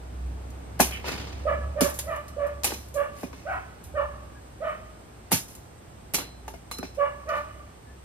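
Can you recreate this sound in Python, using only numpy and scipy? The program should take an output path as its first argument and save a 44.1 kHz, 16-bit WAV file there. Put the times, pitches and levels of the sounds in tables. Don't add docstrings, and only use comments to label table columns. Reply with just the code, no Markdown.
import sys
import numpy as np
from scipy import signal
from scipy.fft import rfft, irfft
from scipy.io import wavfile
from scipy.ndimage import uniform_filter1d

SR = 44100
rng = np.random.default_rng(int(sys.argv[2]) if len(sys.argv) > 2 else 0)


def unload_wav(signal):
    wavfile.write(
        sys.argv[1],
        SR,
        np.round(np.clip(np.atleast_2d(signal).T, -1, 1) * 32767).astype(np.int16),
    )


N = 354563

# (per Hz, relative)
AIR_SPECTRUM = [(15, -66), (25, -41), (29, -20), (40, -21.5), (65, -3), (121, -18.5), (349, -22.5),
                (553, -28), (746, -27.5), (979, -32), (1640, -36.5), (2820, -41.5), (7920, -52),
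                (14400, -54.5), (16500, -89)]
# time_s, level_db
AIR_SWELL = [(0.0, -51), (1.3, -46.5), (2.24, -52.5), (7.52, -55), (8.04, -56)]
# time_s, firing_hz, level_db
ENGINE_RUN = [(0, 62, -39.5), (.3, 62.8, -33.5), (.62, 64.6, -42), (.9, 65.86, -36), (1.15, 67, -43.5),
              (1.55, 68.9, -34), (2.25, 70, -42.5), (2.55, 69.9, -39.5), (3.25, 68, -52), (3.5, 66, -47),
              (3.72, 65.5, -50.5), (4.15, 64.5, -44), (5, 59, -55), (5.8, 57, -63), (6.4, 60.85, -46),
              (6.8, 62.5, -48), (7.55, 66.2, -44.5), (7.749, 66.2, -64), (8.04, 66.8, -49)]
# multiple of the firing, level_db (below the firing tone)
ENGINE_ORDERS = [(1.5, -17), (2.5, -21)]
# centre_hz, half_width_hz, level_db
INSECT_BAND = (8382, 450, -70.5)
# start_s, length_s, pitch_hz, level_db
FAR_TONES = [(3.741, 0.49, 75.6, -40), (4.34, 0.071, 1640, -52.5), (7.83, 0.15, 1720, -57.5)]

# start_s, length_s, effort_db, top_hz, settled_hz, overtones_db (above the lowest tone),
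# roughness (0-1), mouth_db (mouth resonance above the other overtones)
DOG_BARKS = [(1.449, 0.072, -22.5, 623, 579.4, -3, 0.36, -35),
             (1.754, 0.14, -27.5, 614, 564, -7.5, 0.6, -12.5),
             (2.056, 0.11, -30.5, 644.3, 583.5, -2.5, 0.39, -28),
             (2.364, 0.12, -28, 594.5, 575.4, -9.5, 0.57, -22),
             (2.941, 0.087, -28, 576, 560.2, -1, 0.24, -26), (3.45, 0.12, -31.5, 781, 635, 0, 0.77, -7.5),
             (3.939, 0.081, -27.5, 618.6, 569, -1, 0.13, -5),
             (4.602, 0.12, -28.5, 648.6, 588.5, -4, 0.76, -17),
             (6.97, 0.08, -26.5, 590, 559.5, -0.5, 0.21, -15),
             (7.261, 0.12, -31, 629.4, 580.7, 3, 0.36, -15)]
# freq_hz, level_db
THROAT_COLOUR = [(500, -13), (1200, 2.5), (1800, -7.5), (2300, -13.5), (3000, -22), (3600, -36.5)]
# freq_hz, level_db
BREATH_COLOUR = [(300, -11), (600, -8.5), (1000, 10.5), (1700, 5), (2500, -0.5), (3200, -13), (3700, -29)]
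# share of the bark (0-1), resonance_hz
JAW_GLIDE = [(0, 1550), (.45, 1450), (.7, 1120), (1, 720)]
# delay_s, level_db
WALL_ECHOES = [(0.03, -6.5), (.021, -4), (0.044, -3.5), (0.078, -11.5)]
# freq_hz, level_db
LATE_ECHO_COLOUR = [(500, -3), (1200, -0.5), (1900, -2), (3000, 2.5)]
START_HZ, TENSE_S, CLIMB_HZ_PER_S, SINK_HZ_PER_S = 517.4, .011, 9200, 4000
REBOUND_HZ = 44.3
JAW_WIDTH_HZ = 35
HALF_DB = -7
NEAR_DB, SIDE_DB = -10, -7
DOG_LAG, DOG_RIGHT = 5, .11

# start_s, swell_s, level_db,
# top_treble_db (above level), t60_s
RUSTLE_SLIDES = [(0.79, 0.0047, -36, 4, 0.65), (1.034, 0.049, -34.5, -13.5, 0.94),
                 (1.84, .01, -50, -4, 1.26), (2.66, 0.0072, -36, -20, 0.32), (3.1, 0.11, -55, 1, 0.39),
                 (5.307, 0.0088, -41, 1, 0.072), (5.35, 0.0092, -51, 6.5, 0.19),
                 (6.179, 0.0065, -35.5, -4, 0.27), (7.28, 0.1, -53.5, -7, 0.49)]
# freq_hz, level_db
LITTER_COLOUR = [(80, 0), (250, 8.5), (800, 2.5), (2500, -2), (5000, -5.5), (8000, -22), (10000, -38)]
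TREBLE_LASTS = 0.57
# start_s, hold_s, level_db, t60_s
STICK_SCRAPE = (.921, .03, -40, .25)
# freq_hz, level_db
STICK_COLOUR = [(1400, -16), (1900, -5), (2350, 0), (2750, -6), (3200, -3), (3500, -22)]

# start_s, level_db, damped_after_s (by hand or wood), upper_modes_db
BLADE_STRIKES = [(2.645, -47, .3, 0), (2.945, -62, .15, 8), (5.55, -72, .2, 10), (6.145, -42.5, .4, -14),
                 (6.713, -41, .3, -3)]
# freq_hz, level_db, t60_s
STEEL_MODES = [(4065, 0, .64), (4095, -5, .4), (5395, -10, 1.1), (6545, -6, .2), (7590, -3, .15),
               (8570, -8, .25), (11085, 1, .25)]
# start_s, knock_db, thud_db, knock_hz, thud_hz
WOOD_KNOCKS = [(0.797, -25, -21, 803, 296.5), (0.8, -10.5, -14.5, 758, 237), (1.043, -34, -34, 906, 365),
               (1.809, -25.5, -33, 847, 341), (1.813, -31, -12, 1274, 250), (2.644, -27.5, -34, 844, 336),
               (2.72, -31, -29, 804, 310), (3.232, -34, -24, 763, 247), (3.33, -43.5, -41, 1084, 262),
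               (5.317, -22.5, -22, 864, 264), (5.326, -60, -17, 714, 154), (5.333, -58.5, -27, 600, 91),
               (6.141, -32.5, -34, 787, 226), (6.183, -34.5, -36, 843, 339), (6.48, -33.5, -39.5, 860, 383),
               (6.54, -40, -46, 667, 245), (6.713, -34.5, -44.5, 1096, 334), (6.787, -42, -28, 1280, 234),
               (6.829, -31, -29, 750, 255)]
# multiple of the knock, level_db, t60_s
STALK_MODES = [(1, 12, 0.014), (1.36, 0.5, 0.026), (1.92, 15, 0.0038), (3.2, -16.5, 0.1)]
# multiple of the thud, level_db, t60_s
GROUND_MODES = [(.7, -8, 0.12), (1, 0, 0.083), (1.55, -9, 0.11)]
THUD_DROP, THUD_DROP_S, THUD_RISE_S = 1.5, .003, .004
# start_s, strength_db, top_treble_db (above strength), t60_s
STALK_CRACKS = [(0.504, -44, -9, 0.065), (0.803, -1, -15, 0.16), (1.8085, -6, -17.5, 0.27),
                (1.8984, -36, 3, 0.059), (1.94, -43, 1.5, 0.64), (1.9894, -11.5, -14.5, 0.097),
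                (2.161, -43, -3.5, 0.062), (2.2809, -33, -15.5, 0.123), (2.4678, -42, -8, 0.091),
                (2.635, -12, -21.5, 0.51), (2.6443, -9.5, -9, 0.12), (2.7379, -17, -23, 0.08),
                (2.8854, -50.5, 1, 0.066), (2.9417, -41.5, -0.5, 0.304), (3.232, -26.5, -24, 0.25),
                (3.3295, -32, -33, 1), (3.84, -49.5, 3, 0.19), (5.3183, -16, -3.5, 0.12),
                (5.3236, -1, -19.5, 0.23), (5.482, -35, -13, 0.475), (5.5515, -41.5, -2.5, 0.076),
                (6.1375, -17, -10, 0.075), (6.1441, -3, -18, 0.14), (6.48, -25.5, -21.5, 0.17),
                (6.5374, -32, -26, 0.22), (6.7127, -18, -23, 0.19), (6.7853, -30, -4, 0.024),
                (6.8292, -21, -33, 0.27), (6.9481, -34.5, -24.5, 0.25), (7.2894, -24.5, -29, 0.16)]
# freq_hz, level_db
SPLIT_COLOUR = [(150, -17), (700, -24), (2500, -28.5), (6000, -21), (8000, -43), (10000, -45)]
# freq_hz, level_db
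SNAP_COLOUR = [(5000, -9), (8000, -2.5), (11000, 3.5), (14500, -2.5), (16000, -26)]
# freq_hz, level_db, t60_s
SPLINTER_MODES = [(950, -3, .012), (2450, 0, .016), (2850, -1, .016), (4400, -4, .012)]
SPLINTERS_PER_S, SPLINTER_DB = 770, -27.5

# freq_hz, side_db (gain of the side signal)
SIDE_WIDTH = [(60, -11), (130, -12), (300, -5.5), (700, 3), (1500, 0.5), (4000, -0.5), (7500, 7.5),
              (10000, -3), (15000, -24.5)]
EDGE_HZ = 16500


def amp(db):
    return 10 ** (np.asarray(db) / 20)


def evened(x):
    return x / np.sqrt(np.mean(x ** 2) + 1e-20)


def read(points, hz):
    table_hz, level_db = np.transpose(points)
    return np.interp(np.log(hz + 1), np.log(table_hz + 1), level_db)


def colour(x, points):
    size = x.shape[-1]
    gain = amp(read(points, np.fft.rfftfreq(size, 1 / SR)))
    return irfft(rfft(x) * gain, size)


def add(mix, start_s, sound):
    part = mix[round(start_s * SR):][:len(sound)]
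    part += sound[:len(part)]


def drift(size, span_s):
    steps = max(int(span_s * SR), 1)
    once = uniform_filter1d(rng.standard_normal(size), steps)
    return evened(uniform_filter1d(once, steps))


def ring(modes, factor, length_s, drop=0):
    t = np.arange(round(length_s * SR)) / SR
    bent = t + drop * THUD_DROP_S * (1 - np.exp(-t / THUD_DROP_S))
    return sum(amp(db - 60 * t / t60) * np.sin(2 * np.pi * hz * factor * bent) for hz, db, t60 in modes)


def walls(x, gap_s, low_t60, high_t60):
    taps = rng.choice([-1., 1.], SR) * (rng.random(SR) < 2500 / SR)
    low = signal.lfilter(*signal.butter(2, 2000, fs=SR), taps)
    high = taps - low
    t = np.arange(SR) / SR
    tail = low * amp(-60 * t / low_t60) + high * amp(-60 * t / high_t60)
    tail = tail * (t > gap_s)
    return signal.fftconvolve(x, tail / np.linalg.norm(tail))[:N]


def air():
    frames, hz = N // 256 + 5, np.fft.rfftfreq(1024, 1 / SR)
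    real, imaginary, patches = rng.standard_normal((frames, 513, 3)).T
    patches = uniform_filter1d(patches, 12, 0)
    patches = evened(uniform_filter1d(patches, 14, 1))
    swell_s, level_db = np.transpose(AIR_SWELL)
    swell_db = np.interp(np.arange(frames) * 256 / SR, swell_s, level_db - level_db.mean())
    follow = 1 / (1 + hz / 2500)
    level = read(AIR_SPECTRUM, hz)[:, None] + 0.45 * patches + follow[:, None] * swell_db
    bins = (real + 1j * imaginary) * amp(level)
    wash = signal.istft(bins, nperseg=1024, noverlap=768)[1][:N]
    return amp(-46.5) * evened(wash)


def engine():
    time_s, firing_hz, level_db = np.transpose(ENGINE_RUN)
    t = np.arange(N) / SR
    hz = np.interp(t, time_s, firing_hz) * (1 + 0.011 * drift(N, 0.046))
    turns = np.cumsum(hz) / SR
    orders = sum(amp(db + 1.63 * drift(N, 0.048)) * np.sin(2 * np.pi * multiple * turns)
                 for multiple, db in ENGINE_ORDERS)
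    level = amp(np.interp(t, time_s, level_db) + 2.2 * drift(N, 0.11))
    return np.sqrt(2) * level * (np.sin(2 * np.pi * turns) + orders)


def insects():
    centre_hz, half_width_hz, level_db = INSECT_BAND
    edges = [centre_hz - half_width_hz, centre_hz + half_width_hz]
    band = signal.butter(2, edges, "bandpass", fs=SR, output="sos")
    hiss = evened(signal.sosfilt(band, rng.standard_normal(N)))
    return amp(level_db + 1.45 * drift(N, 0.017)) * hiss


def far_tones():
    out = np.zeros(N)
    for start_s, length_s, pitch_hz, level_db in FAR_TONES:
        size = round(length_s * SR)
        turns = np.cumsum(pitch_hz * (1 + 0.0195 * drift(size, .004))) / SR
        add(out, start_s, amp(level_db) * np.sin(2 * np.pi * turns) * np.hanning(size))
    return out


def bark(length_s, effort_db, top_hz, settled_hz, overtones_db, roughness, mouth_db):
    t = np.arange(0, length_s, 1 / SR)
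    size, share = len(t), t / length_s
    breath = np.clip(roughness * (.27 + 1.5 * share ** 2), 0, .95)

    scoop_s = TENSE_S + (top_hz - START_HZ) / CLIMB_HZ_PER_S
    sunk_s = scoop_s + TENSE_S + abs(top_hz - settled_hz) / SINK_HZ_PER_S
    glide_s = [0, scoop_s, scoop_s + TENSE_S, sunk_s, sunk_s + length_s]
    glide_hz = [START_HZ, top_hz, top_hz, settled_hz, settled_hz + REBOUND_HZ]
    hz = uniform_filter1d(np.interp(t, glide_s, glide_hz), size=300)
    hz = hz * (1 + .05 * breath * drift(size, .004) + .012 * drift(size, .012))
    turns = np.cumsum(hz) / SR

    tones = np.zeros(size)
    for k in range(3, 13):
        half_db = (k % 2) * (HALF_DB - 32 * (1 - share))
        level = amp(read(THROAT_COLOUR, k / 2 * hz) + 3.5 * drift(size, .012) + half_db)
        waver = (.1 + roughness) * k / 14 * drift(size, .012)
        tones += level * np.cos(np.pi * k * turns + waver)

    puffs = (2.0 + np.exp(-(turns % 1) / 0.13)) * rng.standard_normal(size)
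    jaw_share, jaw_hz = np.transpose(JAW_GLIDE)
    spin = np.exp(2j * np.pi * np.cumsum(np.interp(share, jaw_share, jaw_hz)) / SR)
    jaw = (spin * signal.lfilter(*signal.butter(2, JAW_WIDTH_HZ, fs=SR), puffs / spin)).real

    rasp = .48 * np.sqrt(breath) * evened(colour(puffs, BREATH_COLOUR))
    upper = np.sqrt(1 - breath) * evened(tones) + rasp
    mouth_open = 1 - np.exp(-(t / 0.037) ** 2)
    lowest = np.sqrt(2) * (1 - breath) * amp(2.8 * drift(size, 0.0044)) * np.cos(2 * np.pi * turns)
    voice = lowest + amp(overtones_db) * mouth_open * (upper + amp(mouth_db) * evened(jaw))
    rise = 1 - np.exp(-t / .016)
    return amp(effort_db) * voice * rise * np.sqrt(np.cos(np.pi / 2 * share))


def dog():
    direct = np.zeros(N)
    for start_s, *settings in DOG_BARKS:
        add(direct, start_s, bark(*settings))
    out = direct.copy()
    for delay_s, level_db in WALL_ECHOES:
        add(out, delay_s, amp(level_db) * direct)
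    smeared = np.interp(np.arange(N) + 5 * drift(N, .015), np.arange(N), direct)
    late = colour(walls(smeared, .04, 0.82, 0.85), LATE_ECHO_COLOUR)
    late = late * amp(1.2 * drift(N, .03))
    return out + amp(NEAR_DB) * walls(direct, 0.0071, 0.098, 0.074) + amp(-6.5) * late


def rustle():
    low, high, t = np.zeros(N), np.zeros(N), np.arange(SR) / SR
    clumps_db = 2.2 * rng.exponential(1, N) + 2.2 * drift(N, .004)
    grains = rng.standard_normal(N) * amp(clumps_db)
    for start_s, swell_s, level_db, top_db, t60 in RUSTLE_SLIDES:
        rise = np.minimum(t / max(swell_s, .002), 1)
        after = np.maximum(t - swell_s, 0)
        add(low, start_s, rise * amp(level_db - 60 * after / t60))
        add(high, start_s, rise ** 2 * amp(level_db + top_db - 60 * after / (TREBLE_LASTS * t60)))
    return low * evened(colour(grains, LITTER_COLOUR)) + high * evened(colour(grains, SNAP_COLOUR))


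def scrape():
    start_s, hold_s, level_db, t60 = STICK_SCRAPE
    out, t = np.zeros(N), np.arange(SR // 3) / SR
    slips = rng.standard_normal(len(t)) * amp(3 * rng.exponential(1, len(t)))
    stick = evened(colour(slips, [(900, -50), *STICK_COLOUR, (4200, -50)]))
    add(out, start_s, amp(level_db - 60 * np.maximum(t - hold_s, 0) / t60) * stick)
    return out


def blade():
    out = np.zeros(N)
    for start_s, level_db, length_s, upper_db in BLADE_STRIKES:
        tone = ring(STEEL_MODES[:2], 1, length_s) + amp(upper_db) * ring(STEEL_MODES[2:], 1, length_s)
        damping = np.minimum(np.arange(len(tone))[::-1] / 6000, 1)
        add(out, start_s, amp(level_db) * tone * damping)
    return out


def knocks():
    out, samples = np.zeros(N), np.arange(round(.12 * SR))
    soft = np.minimum(samples / (0.001 * SR), 1)
    swell = np.minimum(samples / (THUD_RISE_S * SR), 1)
    for start_s, knock_db, thud_db, knock_hz, thud_hz in WOOD_KNOCKS:
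        add(out, start_s, amp(thud_db) * ring(GROUND_MODES, thud_hz, .12, THUD_DROP) * swell)
        later_s = rng.uniform(0.00229, 0.011, 2)
        for delay_s, db in zip([0, *later_s], [0, -8, -11]):
            add(out, start_s + delay_s, amp(knock_db + db) * ring(STALK_MODES, knock_hz, .12) * soft)
    return signal.sosfilt(signal.butter(2, 65, "highpass", fs=SR, output="sos"), out)


def cracks():
    low, high, wood = np.zeros(N), np.zeros(N), np.zeros(N)
    t = np.arange(SR // 3) / SR
    for start_s, strength_db, top_db, t60 in STALK_CRACKS:
        spray = rng.standard_normal(len(t)) * amp(2.2 * rng.exponential(1, len(t)))
        fade = amp(-60 * t / max(t60, .01))
        tick = 2.2 * amp(-60 * t / 0.002)
        burst = evened(spray) * (fade + tick)
        add(low, start_s, amp(strength_db) * burst)
        add(high, start_s, amp(strength_db + top_db) * burst)
        splinters = rng.standard_normal(len(t)) * (rng.random(len(t)) < SPLINTERS_PER_S / SR)
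        piece = ring(SPLINTER_MODES, rng.uniform(.9, 1.1), .03)
        pieces = signal.oaconvolve(splinters * fade ** 2, piece)
        add(wood, start_s, amp(strength_db + SPLINTER_DB) * pieces)
    return colour(low, SPLIT_COLOUR) + colour(high, SNAP_COLOUR) + wood


def scene():
    barks = dog()
    near = cracks() + knocks() + rustle() + scrape()
    yard = amp(-8.5) * walls(near, 0.0027, 0.18, 0.21)
    sources = near + yard + blade() + far_tones()
    mid = sources + barks + engine() + air() + insects()

    scatter = walls(sources, .0001, 0.012, 0.022) + amp(SIDE_DB) * walls(barks, .0001, 0.24, 0.136)
    side = colour(scatter + air() + insects(), SIDE_WIDTH)
    side += (np.roll(barks, DOG_LAG) - np.roll(barks, -DOG_LAG)) / 2 - DOG_RIGHT * barks
    return np.array([mid + side, mid - side]) * amp([[-.5], [.5]])


def record(dry):
    thin = signal.sosfilt(signal.butter(2, 45, "highpass", fs=SR, output="sos"), dry)
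    rounded = thin / (1 + (abs(thin) / .88) ** 4) ** .25
    band_limit = signal.firwin(511, EDGE_HZ, window=("kaiser", 9), fs=SR)
    return signal.oaconvolve(rounded, band_limit[None], "same")


dry = scene()
out = record(dry)
unload_wav(out)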